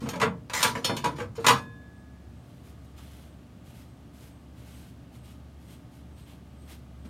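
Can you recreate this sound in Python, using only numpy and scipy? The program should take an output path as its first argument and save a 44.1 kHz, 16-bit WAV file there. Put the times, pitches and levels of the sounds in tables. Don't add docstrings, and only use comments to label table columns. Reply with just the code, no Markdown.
import sys
import numpy as np
from scipy import signal
from scipy.fft import rfft, irfft, next_fast_len
from scipy.io import wavfile
from scipy.ndimage import map_coordinates

SR = 44100
rng = np.random.default_rng(int(sys.argv[2]) if len(sys.argv) > 2 else 0)


def wrap_up_sound(samples):
    columns = np.atleast_2d(samples).T
    tamed = np.clip(columns, -1, 1)
    steps = np.round(tamed * 32767).astype(np.int16)
    wavfile.write(sys.argv[1], SR, steps)


N = 312669
TIME = np.arange(N) / SR
RING_TIME = TIME[:round(.4 * SR)]


def amp(db):
    return 10 ** (np.asarray(db) / 20)


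def unit(x):
    return x / np.sqrt(np.mean(x ** 2) + 1e-20)


def struck(x):
    return x / np.sqrt(np.sum(x ** 2) / (.035 * SR) + 1e-20)


def along(points, hz):
    point_hz, values = np.transpose(points)
    return np.interp(np.log(hz + 1), np.log(point_hz + 1), values)


def wobble(rate):
    knots = rng.standard_normal(int(N * rate / SR) + 4)
    return map_coordinates(knots, [TIME * rate])


def filtered(x, response):
    size = next_fast_len(len(x) + 8192)
    hz = np.fft.rfftfreq(size, 1 / SR)
    return irfft(rfft(x, size) * response(hz), size)[:len(x)]


def coloured(x, spectrum):
    return unit(filtered(x, lambda hz: amp(along(spectrum, hz))))


def patchy(x, depth_db, width_hz):
    knots = rng.standard_normal(2048)
    return filtered(x, lambda hz: amp(depth_db * map_coordinates(knots, [hz / width_hz], mode='wrap')))


def grit(rate):
    return (rng.random(N) < rate / SR) * rng.standard_normal(N)


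def push(start, length, attack, release, ease_db):
    t = np.maximum(TIME - start, 0)
    rise = np.sin(np.pi / 2 * np.minimum(t / attack, 1))
    fall = np.exp(-np.maximum(t - length, 0) / release)
    return rise * amp(-ease_db * t) * fall


def add(track, s, sound):
    part = track[round(s * SR):][:len(sound)]
    part += sound[:len(part)]


# f/Hz, relative level/dB per Hz
AIR_SPECTRUM = [(15, -48), (25, -42), (43, -19), (53, -9.5), (76, -5), (92, -3.5), (117, -3.5), (285, -10),
                (439, -21.5), (734, -21.5), (936, -29), (1650, -31), (1790, -33), (8590, -45), (16000, -52)]
# f/Hz, level/dB rms before their wobble
FAN_TONES = [(70.1, -53), (120, -58), (175.4, -65), (246, -65), (283, -65.5), (600, -74.5), (648, -79.5),
             (886, -77), (1120, -78.5), (1179, -82), (1238, -76.5)]


def yard(air_db=-50):
    air_level = amp(air_db + 0.17 * wobble(2.1))
    air = air_level * coloured(rng.standard_normal(N), AIR_SPECTRUM)
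    tones = np.zeros(N)
    for hz, db in FAN_TONES:
        level = amp(db + 2.3 * wobble(4.4))
        tones += level * np.sin(2 * np.pi * hz * TIME + 0.94 * wobble(4))
    return air + np.sqrt(2) * tones


# t/s of the middle, level/dB at the top of the swell
CHIRPS = [(1.998, -79.5), (2.409, -80.5), (2.85, -80), (3.3, -79), (3.92, -78), (4.35, -75), (4.78, -70),
          (5.25, -71.5), (5.72, -71), (6.2, -70), (6.641, -70), (7.08, -71.5)]
CHIRP_HZ = 8390


def insect(spread_s=0.047, width_hz=90):
    out = np.zeros(N)
    middle = RING_TIME.mean()
    swell = np.exp(-.5 * ((RING_TIME - middle) / spread_s) ** 2)
    for s, db in CHIRPS:
        noise = rng.standard_normal(len(RING_TIME))
        rasp = unit(filtered(noise, lambda hz: 1 / (1 + ((hz - CHIRP_HZ) / width_hz) ** 2)))
        add(out, s - middle, amp(db) * rasp * swell)
    return out


# start t/s, length/s, bristle hiss level/dB, rub on the steel level/dB (before easing)
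STROKES = [(2.425, 0.23, -69.5, -74), (2.627, .08, -61.5, -76), (2.82, 0.1, -74, -76),
           (2.954, 0.31, -58.5, -61), (3.635, 0.074, -61, -64.5), (3.72, 0.1, -58, -66),
           (4.126, 0.11, -60, -74), (4.196, 0.084, -58, -66), (4.546, 0.092, -61.5, -64),
           (4.639, 0.25, -57.5, -63), (5.114, 0.046, -60.5, -69), (5.225, .1, -60, -62),
           (5.587, .08, -66, -72), (5.665, 0.082, -58.5, -61), (5.904, .08, -64.5, -75.5),
           (6.155, 0.054, -62, -64), (6.245, 0.083, -60.5, -59.5), (6.583, 0.091, -68, -70),
           (6.667, 0.058, -51.5, -55.5), (7.03, 0.036, -68, -68)]
# f/Hz, relative level/dB per Hz
BRISTLE_SPECTRUM = [(3000, 1.5), (4500, -1), (7000, -3), (10000, -3.5), (13000, -3), (15500, -13.5)]
# f/Hz, relative level/dB per Hz
RUB_SPECTRUM = [(300, 9), (700, 3), (1200, 2.5), (2100, -3), (3100, 6), (4200, -1.5), (6000, -30)]
# t/s, bright tick level/dB, dull knock level/dB
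TAPS = [(2.841, -72.5, -84), (2.977, -75, -56.5), (5.151, -76, -65), (7.048, -77, -62)]
STROKE_ATTACK_S, STROKE_RELEASE_S, STROKE_EASE_DB_PER_S = 0.049, 0.037, 14.5
TAP_RISE_S = 0.0087


def brush(drag_hiss_db=-77, drag_rub_db=-72):
    dragging = np.clip(TIME - STROKES[0][0] + .5, 0, .5) / .5
    hiss = amp(drag_hiss_db) * dragging
    rub = amp(drag_rub_db) * dragging
    for s, length, hiss_db, rub_db in STROKES:
        speed = push(s, length, STROKE_ATTACK_S, STROKE_RELEASE_S, STROKE_EASE_DB_PER_S)
        hiss = np.hypot(hiss, amp(hiss_db) * speed)
        rub = np.hypot(rub, amp(rub_db) * speed)
    out = np.zeros(N)
    for spectrum, level in [(BRISTLE_SPECTRUM, hiss), (RUB_SPECTRUM, rub)]:
        flicks = rng.standard_normal(N) + .7 * unit(grit(rate=1800))
        flicks = patchy(flicks, depth_db=1.3, width_hz=80)
        out += coloured(flicks, spectrum) * level * amp(.6 * wobble(53))
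    for s, tick_db, knock_db in TAPS:
        cushion = 1 - np.exp(-RING_TIME / TAP_RISE_S)
        tap = steel(modes_db=-22) * amp(-250 * RING_TIME) * cushion
        tick = struck(np.diff(tap, prepend=0))
        add(out, s, amp(tick_db) * tick + amp(knock_db) * struck(tap))
    return out


# t/s, tone f/Hz, tone level/dB, boom level/dB
KNOCKS = [(0.015, 479, -43.5, -29), (0.224, 449, -30, -45.5), (0.759, 462, -39, -38),
          (0.887, 979, -32, -31.5), (1.039, 967, -21.5, -45), (1.207, 486, -31, -38),
          (1.38, 457, -29, -38.5), (1.5, 467.7, -24.5, -31), (7.042, 463, -70, -38)]
# f/Hz, relative level/dB per Hz
HOLLOW_SPECTRUM = [(30, -39.5), (90, -10), (135, -2), (165, -7), (240, -0.5), (400, -22), (2000, -37.5),
                   (8000, -78)]
BOOM_T60 = .5


def knocks_and_booms(tone_t60=0.16, rise=0.007):
    out = np.zeros(N)
    swell = 1 - np.exp(-RING_TIME / rise)
    for s, tone_hz, tone_db, boom_db in KNOCKS:
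        tone = amp(-60 * RING_TIME / tone_t60) * np.sin(2 * np.pi * tone_hz * RING_TIME)
        noise = coloured(rng.standard_normal(len(RING_TIME)), HOLLOW_SPECTRUM)
        boom = amp(-60 * RING_TIME / BOOM_T60) * noise
        add(out, s, (amp(tone_db) * struck(tone) + amp(boom_db) * boom) * swell)
    return out


# f/Hz, relative level/dB per Hz
CLATTER_SPECTRUM = [(53, -49.5), (90, -11), (244, -8), (376, -17.5), (467, -7), (510, -10.5), (786, -8.5),
                    (998, 1), (1910, -6), (2430, -6.5), (3150, -5), (6300, -10.5), (6870, -11.5),
                    (14400, -22.5), (16000, -38)]
# f/Hz, t60/s
BARREL_DECAY = [(130, 1), (500, 0.34), (1500, 0.22), (5000, 0.13), (14000, .15)]


def barrel():
    modes = patchy(rng.standard_normal(len(RING_TIME)), depth_db=6, width_hz=35)
    hz, t, bands = signal.stft(coloured(modes, CLATTER_SPECTRUM), SR, nperseg=256)
    t60 = along(BARREL_DECAY, hz)[:, None]
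    answer = signal.istft(bands * amp(-60 * t / t60), SR, nperseg=256)[1]
    return struck(answer[:len(RING_TIME)])


# f/Hz before detuning, relative level/dB before random strengths, t60/s before hand damping
PLATE_MODES = [(467, -5, .27), (556, -9, .25), (651, -11, .3), (870, 2, .2), (982, 5, .24), (1039, -3, .3),
               (1164, 3, .2), (1274, 0, .18), (1594, -2, .18), (1692, -3, .25), (2051, -7, .18),
               (2229, -7, .18), (2355, -4, .2), (2501, -5, .24), (3015, -7, .22), (3462, -6, .23),
               (3560, -6, .25), (3895, -2, .19), (4339, -4, .2), (4546, -2, .19), (5141, -4, .16),
               (5426, -4, .15), (5830, -3, .15), (6615, 0, .16), (6816, -2, .16), (7009, -4, .15),
               (8333, -7, .17), (8742, -5, .15), (8990, -3, .14), (10370, -9, .16)]


def steel(modes_db):
    hz, db, t60 = np.transpose(PLATE_MODES)[:, :, None]
    size = amp(db + 3 * rng.standard_normal(hz.shape))
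    hz = hz * (1 + .0015 * rng.standard_normal(hz.shape))
    phase = 2 * np.pi * (hz * RING_TIME + rng.random(hz.shape))
    decay = np.exp(-np.log(1000) * RING_TIME / t60)
    ring = np.sum(size * decay * np.sin(phase), axis=0)
    return struck(amp(modes_db) * struck(ring) + barrel())


# start t/s, length/s, force level/dB before easing
SLIDES = [(0, 0.062, -47.5), (0.529, 0.11, -29), (0.629, .055, -33), (0.756, .38, -49), (1.154, .06, -48.5),
          (1.351, .07, -48.5), (1.48, .07, -35.5)]
SLIDE_ATTACK_S, SLIDE_RELEASE_S, SLIDE_EASE_DB_PER_S = 0.0092, 0.028, 16.5


def scrape(count=18, catches_per_s=750, damping_db_per_s=110):
    force = np.zeros(N)
    for s, length, db in SLIDES:
        force += amp(db) * push(s, length, SLIDE_ATTACK_S, SLIDE_RELEASE_S, SLIDE_EASE_DB_PER_S)
    slips = unit(grit(rate=catches_per_s)) * force
    seated = round(1.8 * SR)
    out = np.zeros(N)
    for stretch in np.array_split(np.arange(seated), count):
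        ring = steel(modes_db=-5.5) * amp(-damping_db_per_s * RING_TIME)
        ring = ring / np.linalg.norm(ring)
        add(out, TIME[stretch[0]], signal.fftconvolve(slips[stretch], ring))
    return out


# t/s, thud level/dB, clang level/dB, clink level/dB
CONTACTS = [(0.057, -37.5, -42.5, -64.5), (0.088, -41, -39, -39.5), (0.133, -35.5, -37, -51.5),
            (0.157, -35.5, -44, -51.5), (0.199, -34.5, -32, -43), (0.214, -29, -23, -36),
            (0.226, -26.5, -24.5, -43.5), (0.238, -34.5, -38.5, -60), (0.497, -47.5, -39.5, -48),
            (0.535, -41.5, -34.5, -34), (0.628, -35.5, -24.5, -22.5), (0.641, -29.5, -24, -46),
            (0.751, -35, -32, -49.5), (0.846, -33.5, -33, -28), (0.893, -29, -31.5, -48),
            (0.966, -38.5, -39.5, -38), (1.042, -31, -27, -38.5), (1.057, -31, -33.5, -43),
            (1.183, -38, -39.5, -56), (1.2, -35, -37.5, -52.5), (1.379, -39.5, -47.5, -71.5),
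            (1.443, -35, -26.5, -42.5), (1.465, -25, -19.5, -21.5), (1.483, -30, -16.5, -23),
            (1.504, -40.5, -23, -33)]
# t/s, f/Hz, level/dB at the start, t60/s
FREE_RING = [(0.844, 3009, -27, 0.21), (0.847, 3558, -32, 0.37), (0.846, 4339, -29, 0.27),
             (0.848, 5310, -27.5, 0.2), (0.849, 10370, -42.5, 0.29), (1.483, 467, -45.5, 1.1),
             (1.483, 1044, -33, 0.55), (1.483, 1690, -42.5, 1.63), (1.485, 2509, -38.5, .45),
             (1.484, 3569, -53, 1.05)]


def clanks(attack=0.00018, slowest=.003, grip_db_per_s=20):
    edges_hz = [(100, 600), (600, 2400), (2400, 18000)]
    bands = [signal.butter(3, edges, 'band', fs=SR, output='sos') for edges in edges_hz]
    out = np.zeros(N)
    for s, thud_db, clang_db, clink_db in CONTACTS:
        rise = min(attack * amp(clang_db - clink_db), slowest)
        blow = steel(modes_db=-3) * (1 - np.exp(-RING_TIME / rise))
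        blow = blow * amp(-grip_db_per_s * RING_TIME)
        for band, db in zip(bands, [thud_db, clang_db, clink_db]):
            add(out, s, amp(db) * struck(signal.sosfilt(band, blow)))
    t = TIME[:2 * SR]
    for s, hz, db, t60 in FREE_RING:
        add(out, s, amp(db - 60 * t / t60) * np.sin(2 * np.pi * hz * t))
    return out


def scene():
    background = yard() + insect()
    plate = scrape() + clanks()
    return (background + brush() + knocks_and_booms() + plate)[None]


TOP_HZ = 15900


def record(dry):
    rounded = dry / (1 + (dry / .5) ** 6) ** (1 / 6)
    return np.array([filtered(x, lambda hz: hz < TOP_HZ) for x in rounded])


dry = scene()
out = record(dry)
wrap_up_sound(out)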